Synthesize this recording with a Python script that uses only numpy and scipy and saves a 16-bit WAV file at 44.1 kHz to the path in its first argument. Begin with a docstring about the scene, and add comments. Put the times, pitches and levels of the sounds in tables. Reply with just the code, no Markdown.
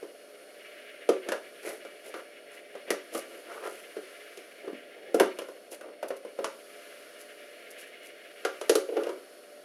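"""A catch snaps and a hollow plastic tub knocks: hands work the lid off a thin storage tub in a small room,
lift it away and set it down, where it rocks to rest. Blows ring panel, walls and rim through decaying modes and
shaped noise; fingers and rim scrape as dense tiny slips through the same colours. Near reflections and a short
tail carry the handling. Behind lie fan noise with its hum, a steady hiss that wanders a little in level, a thin
electrical whine, and a faint whirr, as of a lens motor, that comes and goes."""
import sys
import numpy as np
from scipy import signal
from scipy.fft import rfft, irfft
from scipy.io import wavfile
from scipy.ndimage import uniform_filter1d

SR = 44100
rng = np.random.default_rng(int(sys.argv[2]) if len(sys.argv) > 2 else 0)


def int16_out(signal):
    """Quantize to a 16-bit WAV file."""
    q = np.round(np.clip(np.atleast_2d(signal).T, -1, 1) * 32767)
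    wavfile.write(sys.argv[1], SR, q.astype(np.int16))


N = 425124
TIME = np.arange(N) / SR  # seconds

# Blows on lid and tub, levels ahead of the handling trim: start_s, thump_db (hollow), clack_db (walls),
# crack_db (sharp edge), thump_hz, clack_hz, square (0 = a glancing swish, 1 = a full crack)
BLOWS = [(.027, -37.5, -52, -63, 443, 1030, 0.34), (1.090, -16.5, -31.5, -38, 470, 1250, .6),
         (1.288, -32, -36.5, -42, 380, 1630, 0.72), (1.32, -28.5, -31.5, -42, 544, 1610, 0.36),
         (1.85, -42, -49.5, -59, 528, 1390, .5), (2.141, -41.5, -41, -56, 415, 1310, .2),
         (2.752, -39.5, -49.5, -61, 510, 1190, 0.35), (2.905, -26.5, -29.5, -33, 412, 1880, 0.16),
         (3.150, -32, -37, -46, 460, 1180, 0), (3.966, -34, -47.5, -63, 426, 1350, .5),
         (4.374, -45, -56, -52, 400, 2800, 0.41), (4.675, -34, -49, -66, 403, 1170, .2),
         (4.727, -42, -56, -75, 255, 1110, .2), (5.144, -19, -36.5, -40.5, 458, 1370, 0.092),
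         (5.199, -21, -22, -32.5, 737, 940, 0), (5.206, -17.5, -38, -48, 395, 1410, .3),
         (5.388, -36.5, -39, -47, 480, 3170, 0.089), (5.418, -39, -51, -56, 496, 1430, 0.23),
         (5.486, -39.5, -49.5, -60, 488, 1090, 0), (5.811, -48, -47, -59, 530, 1410, .1),
         (6.028, -31, -40.5, -53, 588, 1070, 0), (6.104, -31, -40.5, -59, 506, 1090, 0.18),
         (6.249, -38.5, -52.5, -62, 496, 1030, 0.22), (6.388, -29.5, -43, -59, 520, 1160, .3),
         (6.444, -32, -30.5, -38.5, 562, 1080, 0.84), (8.450, -26.5, -28, -39, 472, 1390, 0.89),
         (8.613, -33.5, -42, -44.5, 590, 1240, 1), (8.6954, -16, -30, -26.5, 444, 1890, 0.39),
         (8.7542, -19.5, -33, -30, 436, 1310, 0.25), (8.966, -24, -37.5, -57, 446, 840, .2),
         (9.035, -45, -46.5, -51, 463, 2750, 0.83), (9.067, -29.5, -44, -56, 462, 910, 0.42),
         (9.092, -38, -40.5, -53, 395, 990, 0.78)]


def knocks(colours, trim_db=-1):
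    """Every snap and bump of lid and tub, each a short contact that excites panel, walls and edge."""
    out = np.zeros(N)
    for row in BLOWS + rocking():
        add(out, row[0], knock(row, colours))
    return amp(trim_db) * out


def knock(row, colours, swing_s=0.0025, lowest_hz=245, ring_db=-21, rattle_db=-10, clack_t60=0.088,
          flex_db=7, flex_q=7, crack_t60=0.042, tick=14.0, chatter_db=-17, hard_s=0.00077):
    """One blow: the panel heaves and rings the tub, while the rim chatters against the walls."""
    # modes of the hollow tub: pitch_hz (each blow detunes it slightly), level_db, t60_s
    tub_modes = [(259, -4, 0.12), (314, -14, 0.25), (380, -14, 0.16), (426.7, -1, 0.12), (461, 2, 0.1),
                 (549, 0.5, 0.31), (676, -4.5, 0.14)]
    # a blow whose crack is as strong as its thump has the briefest contact; duller blows stay longer
    contact_s, duller_db_per_doubling = 0.00045, 16.5
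    rebound_s, rebound_db, rebound_pitch = 0.00957, -6, 0.787  # pitch as a share of the first swing's
    lid_free_s, lid_lowest_hz = 7.0, 304  # once off the tub, the lid alone has still less bass

    s, thump_db, clack_db, crack_db, thump_hz, clack_hz, square = row
    hollow, clack, swish, crack = colours
    t = np.arange(SR // 2) / SR
    contact = contact_s * 2 ** ((thump_db - crack_db) / duller_db_per_doubling)
    onset = 1 - np.exp(-(t / contact) ** 2)
    low, mid, high = rng.standard_normal((3, len(t)))

    # the panel swings and springs back once, weaker and lower
    panel = swing(t, thump_hz, swing_s)
    panel = panel + amp(rebound_db) * swing(t - rebound_s, rebound_pitch * thump_hz, swing_s)
    # the tub modes near the panel's pitch ring on
    ring = 0
    for mode_hz, mode_db, t60 in tub_modes:
        detuned_hz = mode_hz * (1 + 0.0097 * rng.standard_normal())
        nearness = 1 / (1 + (np.log(mode_hz / thump_hz) / .5) ** 2)
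        ring = ring + amp(mode_db) * nearness * dying(t, t60) * np.sin(2 * np.pi * detuned_hz * t)
    # so small a box radiates hardly any bass
    heave = struck(band(onset * (panel + amp(ring_db) * ring), lowest_hz, "highpass", order=4))
    rattle = struck(through(low * onset * dying(t, 0.16), hollow))
    thump = struck(heave + amp(rattle_db) * rattle)
    if s > lid_free_s:
        thump = struck(band(thump, lid_lowest_hz, "highpass", order=4))

    # the bare tick at the start is strong only for a hard, brief contact
    hardness = 1 / (1 + (contact / hard_s) ** 2)
    snap = (t == 0) * tick * hardness
    walls = through(snap + mid * onset * dying(t, clack_t60), clack)
    walls = struck(flex(walls, clack_hz, flex_db, flex_q))

    # square blows crack across the treble, glancing ones graze with a thin swish
    square = np.clip(square, 0, 1)
    chatter_fade = dying(t, crack_t60) + amp(chatter_db) * dying(t, 0.17)
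    chatter = snap + high * onset * chatter_fade
    edge = struck(through(chatter, square * crack + (1 - square) * swish))
    return amp(thump_db) * thump + amp(clack_db) * walls + amp(crack_db) * edge


def swing(t, hz, swing_s):
    """The panel swings up for a few cycles from t = 0 and dies away in two heaving modes."""
    # panel modes: multiple of the thump pitch, level_db, t60_s
    panel_modes = [(1, 1.5, 0.032), (.72, -12.5, 0.038)]
    t = np.maximum(t, 0)
    modes = sum(amp(db) * np.sin(2 * np.pi * k * hz * t) * dying(t, t60) for k, db, t60 in panel_modes)
    return modes * (1 - np.exp(-t / swing_s))


def rocking(count=9):
    """The lid, once set down, rocks to rest in soft bumps that grow weaker and lower."""
    start_s, gap_s, jitter_s = 8.887, 0.034, 0.00293
    first_db, fade_db_per_s = -30.5, 50
    first_hz, sag_hz_per_s = 458, 350
    clack_db, crack_db, clack_hz = -21, -39, 950  # the two levels count from the thump
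    since = gap_s * np.arange(count) + jitter_s * rng.standard_normal(count)
    bumps = []
    for t in since:
        db = first_db - fade_db_per_s * t
        hz = first_hz - sag_hz_per_s * t
        bumps.append((start_s + t, db, db + clack_db, db + crack_db, hz, clack_hz, 0))
    return bumps


def scrapes(colours, trim_db=-1, flex_db=8, flex_q=4, lowest_hz=1250, highest_hz=3000):
    """Sliding skin and rim drive the same hollow, walls and edges as the blows."""
    # a stroke that hisses as much as it rasps flexes the wall at rasp_hz; duller strokes flex it lower
    rasp_hz, rasp_db_per_octave = 2450, 11
    rise_share = 0.36  # part of a stroke in which the pressure builds
    hollow, walls, hiss = (unit(through(friction(), c)) for c in colours)
    out = np.zeros(N)
    for s, length, hollow_db, wall_db, hiss_db in strokes():
        near = abs(TIME - s) < 3 * length
        t = TIME[near] - s
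        width = length * np.where(t < 0, rise_share, 1 - rise_share)
        pressure = np.exp(-.5 * (t / width) ** 2)
        wall_hz = rasp_hz * 2 ** ((hiss_db - wall_db) / rasp_db_per_octave)
        wall_hz = np.clip(wall_hz, lowest_hz, highest_hz)
        rasp = unit(flex(walls[near], wall_hz, flex_db, flex_q))
        rub = amp(hollow_db) * hollow[near] + amp(wall_db) * rasp + amp(hiss_db) * hiss[near]
        out[near] += pressure * rub
    return amp(trim_db) * out


def strokes():
    """All sliding contacts: scrapes, light ticks and grazes, and the loose lid's buzz after each tabled blow."""
    # skin and rim sliding over the tub, ahead of the trim: peak_s, length_s, hollow_db, wall_db, hiss_db
    slides = [(1.273, .042, -41, -55, -70), (1.36, 0.055, -56, -56, -77),
              (1.675, .075, -37.5, -42.5, -45.5), (2.07, 0.042, -44.5, -54, -51.5),
              (2.18, 0.042, -46, -48.5, -58), (2.54, 0.059, -60, -55, -59), (2.885, .033, -42, -59, -73),
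              (3.16, 0.05, -35, -48.5, -43.5), (3.325, 0.13, -49.5, -60, -60.5),
              (3.53, 0.098, -47, -45.5, -60), (3.653, 0.044, -40.5, -39.5, -54),
              (3.74, 0.17, -53, -58, -57), (4.65, 0.026, -41.5, -60, -77), (5.03, 0.27, -49.5, -78, -86),
              (5.728, 0.03, -42, -48.5, -45.5), (5.85, 0.066, -43.5, -54, -80),
              (9.005, 0.055, -41, -43, -62)]
    # light ticks at the rim and fingertip grazes on the lid, nearly all hiss, ahead of the trim:
    # peak_s, length_s, hiss_db
    light_contacts = [(6.087, .01, -47), (6.168, 0.011, -51), (7.207, 0.034, -52.5), (7.709, 0.013, -49),
                      (7.798, 0.038, -51), (7.88, 0.028, -60), (8.054, 0.037, -52)]
    light_hollow_db, light_wall_db = -12, -12  # relative to the hiss
    buzz_delay_s, buzz_length_s = 0.024, 0.057
    # relative to the blow's thump, clack and crack
    buzz_hollow_db, buzz_wall_db, buzz_hiss_db = -24, -18.5, -25.5
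    light = [(s, length, db + light_hollow_db, db + light_wall_db, db) for s, length, db in light_contacts]
    buzzes = [(s + buzz_delay_s, buzz_length_s,
               thump + buzz_hollow_db, clack + buzz_wall_db, crack + buzz_hiss_db)
              for s, thump, clack, crack, *_ in BLOWS]
    return slides + light + buzzes


def friction(slips_per_s=1100, spread_db=3.5, smooth=0.66, catch_db=2.0, catch_hz=80):
    """Dense tiny slips of uneven size within a rub that catches and lets go."""
    sizes = amp(spread_db * np.minimum(rng.exponential(1, N), 4))
    slipping = rng.random(N) < slips_per_s / SR
    slips = unit(sizes * rng.choice([-1, 1], N) * slipping)
    return (slips + smooth * rng.standard_normal(N)) * amp(catch_db * drift(catch_hz))


def flex(x, hz, db, q):
    """The spot that is touched favours one flexing resonance of the wall."""
    return x + amp(db) * signal.lfilter(*signal.iirpeak(hz, q, SR), x)


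def room(x, wet_db=-9, build_s=0.0083):
    """Two near reflections, and a short tail whose decay time varies with frequency."""
    # decay of the small room: pitch_hz, t60_s
    room_decay = [(150, 0.36), (400, 0.25), (1000, 0.27), (2800, 0.3), (7300, 0.25), (15000, 0.043)]
    # table and near wall: delay_s, gain, dulled above_hz
    reflections = [(.0088, 0.106, 2500), (0.023, 0.32, 1210)]
    t = np.arange(SR * 3 // 4) / SR
    taps = rng.standard_normal(len(t)) * (1 - np.exp(-(t / build_s) ** 2))
    hz, at, z = signal.stft(taps, SR, nperseg=256)
    fades = np.array([dying(at, t60) for t60 in read(room_decay, hz)])
    tail = diffuse(signal.istft(z * fades, SR)[1])
    response = amp(wet_db) * tail / np.linalg.norm(tail)
    for delay, gain, dull_hz in reflections:
        add(response, delay, gain * band(signal.unit_impulse(len(t)), dull_hz, "lowpass", order=1))
    return x + through(x, response)


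def diffuse(x, size=70):
    """Evens out the peaks and dips of a response, as many crossing reflections do."""
    z = rfft(x, 2 * len(x))
    smooth_power = abs(uniform_filter1d(abs(z) ** 2, size))
    return irfft(z / np.sqrt(smooth_power + 1e-20))[:len(x)]


def whirr(trim_db=0.5, flutter_db=2.28, flutter_hz=25):
    """A small motor hunts unevenly and rings its housing: noise with resonances, fluttering in level."""
    # colour of the whirr: pitch_hz, level_db (per Hz)
    whirr_colour = [(600, -49), (1080, -11), (1400, -2.5), (2100, 4), (2550, 3.5), (2900, 0.5),
                    (3300, -1.5), (4500, -14.5), (8000, -27.5), (15000, -27)]
    # resonances of the motor: pitch_hz, width_hz, level_db
    motor_modes = [(1390, 25, 12), (1588, 60, 7), (1702, 38, 9.5), (1863, 34, 7), (2060, 35, 6.5),
                   (2182, 21, 9), (2310, 14, 10), (2888, 69, 9)]
    # course of the level ahead of trim and flutter: time_s, level_db
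    whirr_course = [(0.0, -63), (0.54, -59), (0.8, -50.5), (1.26, -52.5), (1.45, -55.5), (2.66, -55.5),
                    (3.89, -54), (5.37, -55), (5.5, -61.5), (6.34, -61), (7.52, -53), (8.7, -56),
                    (9.32, -62), (9.64, -62.5)]
    housing = unit(through(rng.standard_normal(N), colour(whirr_colour, motor_modes)))
    course_db = np.interp(TIME, *np.transpose(whirr_course))
    return amp(course_db + trim_db + flutter_db * drift(flutter_hz)) * housing


def whine(hz=9318):
    """A thin electrical tone that swells up to its spells and sinks back after them."""
    # spells in which the whine stands out: start_s, end_s
    spells = [(0, 4.2), (5.9, 6.6)]
    spell_db, rest_db, fade_s = -71, -78, .3
    spell = 0
    for start, end in spells:
        inside_s = np.minimum(TIME - start, end - TIME)
        spell = spell + np.clip(1 + inside_s / fade_s, 0, 1)
    return tone(hz, rest_db + (spell_db - rest_db) * spell)


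def background(fan_db=-55, hiss_db=-61.0, level_wander_db=2.7):
    """Fan air as shaped noise with its hum of wavering tones, and a steady hiss that wanders a little in level."""
    # colour of the fan air: pitch_hz, level_db (per Hz)
    fan_colour = [(30, -75), (70, -72), (100, -41), (140, -25.5), (200, -15), (290, -3.5), (420, 0),
                  (620, 2.5), (740, -5), (850, -19), (1400, -39), (4000, -48)]
    # colour of the hiss: pitch_hz, level_db (per Hz)
    hiss_colour = [(400, -39), (1000, -0.5), (1400, 10), (2200, -6.5), (3200, 0.5), (3900, -2.5), (4400, 1),
                   (6500, -5), (8400, -8), (9700, 2), (11500, -2), (14000, -11), (16000, -36)]
    # lasting tones: pitch_hz (centre), level_db (rms)
    hum_tones = [(100, -95), (419, -62), (490, -64.5), (588, -58), (688, -66.5), (4317, -74), (4366, -79.5),
                 (5346, -79), (5457, -87.5)]
    fan, hiss = (unit(through(rng.standard_normal(N), colour(c))) for c in (fan_colour, hiss_colour))
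    hum = sum(tone(hz, db) for hz, db in hum_tones)
    return amp(fan_db) * fan + amp(hiss_db + level_wander_db * drift(0.98)) * hiss + hum


def tone(hz, db, waver_hz=3, flutter_db=2.0):
    """A lasting tone that wavers a little in pitch and level."""
    turns = np.cumsum(hz + waver_hz * drift(14.3)) / SR
    return amp(db) * unit(amp(flutter_db * drift(7.5)) * np.sin(2 * np.pi * turns))


def amp(db):
    """Decibels to gain."""
    return 10 ** (np.asarray(db) / 20)


def unit(x):
    """Scales to rms 1."""
    return x / np.sqrt(np.mean(x ** 2) + 1e-20)


def struck(x, size=882):
    """Scales a blow to rms 1 over its first 20 ms."""
    return x / np.sqrt(np.mean(x[:size] ** 2) + 1e-20)


def dying(t, t60):
    """Exponential decay, 60 dB in t60 seconds."""
    return np.exp(-np.log(1000) * t / max(t60, 1e-3))


def read(points, hz):
    """Reads a table on a log-frequency axis."""
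    f, value = np.transpose(points)
    return np.interp(np.log(hz + 1), np.log(f + 1), value)


def colour(points, peaks=(), size=8192):
    """Causal (minimum-phase) impulse response of a spectrum with resonances on it."""
    hz = abs(np.fft.fftfreq(size, 1 / SR))
    level = read(points, hz)
    for f, width, db in peaks:
        level = level + db / (1 + (2 * (hz - f) / width) ** 2)
    spectrum = np.exp(np.conj(signal.hilbert(np.log(amp(level)))))
    return np.fft.ifft(spectrum).real[:size // 2]


def through(x, response):
    """Filters x by an impulse response, keeping its length."""
    return signal.fftconvolve(x, response)[:len(x)]


def band(x, hz, kind, order=2):
    """Butterworth filter."""
    return signal.sosfilt(signal.butter(order, hz, kind, fs=SR, output="sos"), x)


def drift(rate_hz, size=4096):
    """Random wandering of rms 1, slower than about rate_hz."""
    hz = np.fft.rfftfreq(size, N / SR / size)
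    slow = irfft(rfft(rng.standard_normal(size)) * np.exp(-(hz / rate_hz) ** 2))
    return np.interp(TIME, np.linspace(0, N / SR, size), unit(slow))


def add(mix, s, sound):
    """Mixes a sound in at time s, in seconds."""
    part = mix[max(round(s * SR), 0):][:len(sound)]
    part += sound[:len(part)]


def scene():
    """Tub and lid sound in the room, over the background, whine and whirr."""
    # colour of the hollow tub: pitch_hz, level_db (per Hz)
    hollow_colour = [(30, -49), (110, -34.5), (170, -26.5), (250, -14.5), (380, 2), (560, 1), (700, -7),
                     (900, -18.5), (1600, -50)]
    # colour of the clacking walls: pitch_hz, level_db (per Hz)
    clack_colour = [(60, -40), (300, -48.5), (600, 16.5), (800, 4), (1300, -1.5), (2000, 1), (3000, -1.5),
                    (4000, -9.5), (6000, -13), (12000, -76)]
    # flexing of the thin walls: pitch_hz, width_hz, level_db
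    wall_modes = [(1020, 70, 3), (1176, 8.6, 6), (1390, 320, 7.5), (1610, 28, 5.5), (1900, 150, 1.5),
                  (2370, 140, 0.5), (2800, 92, 2), (3310, 30, 6), (3200, 60, -4)]
    # colour of a glancing edge: pitch_hz, level_db (per Hz)
    swish_colour = [(100, -59), (1500, -48), (3000, -13), (4200, -5), (6500, -5), (8300, -7), (10200, 2),
                    (11700, -3), (13500, -10.5), (16000, -28)]
    # colour of a squarely struck edge: pitch_hz, level_db (per Hz)
    crack_colour = [(100, -52), (1000, -48), (2800, 13), (4200, 8.5), (6500, 9), (8300, 1.5), (10000, 9.5),
                    (11500, 1.5), (13500, -12), (16000, -26)]
    hollow, clack = colour(hollow_colour), colour(clack_colour, wall_modes)
    swish, crack = colour(swish_colour), colour(crack_colour)
    handling = knocks((hollow, clack, swish, crack)) + scrapes((hollow, clack, swish))
    return (room(handling) + background() + whine() + whirr())[None]


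def record(dry, edge_hz=16100):
    """The recorder's band limit: a steep linear-phase low-pass on the single channel."""
    lowpass = signal.firwin(511, edge_hz, window=("kaiser", 9), fs=SR)
    return signal.oaconvolve(dry, lowpass[None], "same")


dry = scene()
out = record(dry)
int16_out(out)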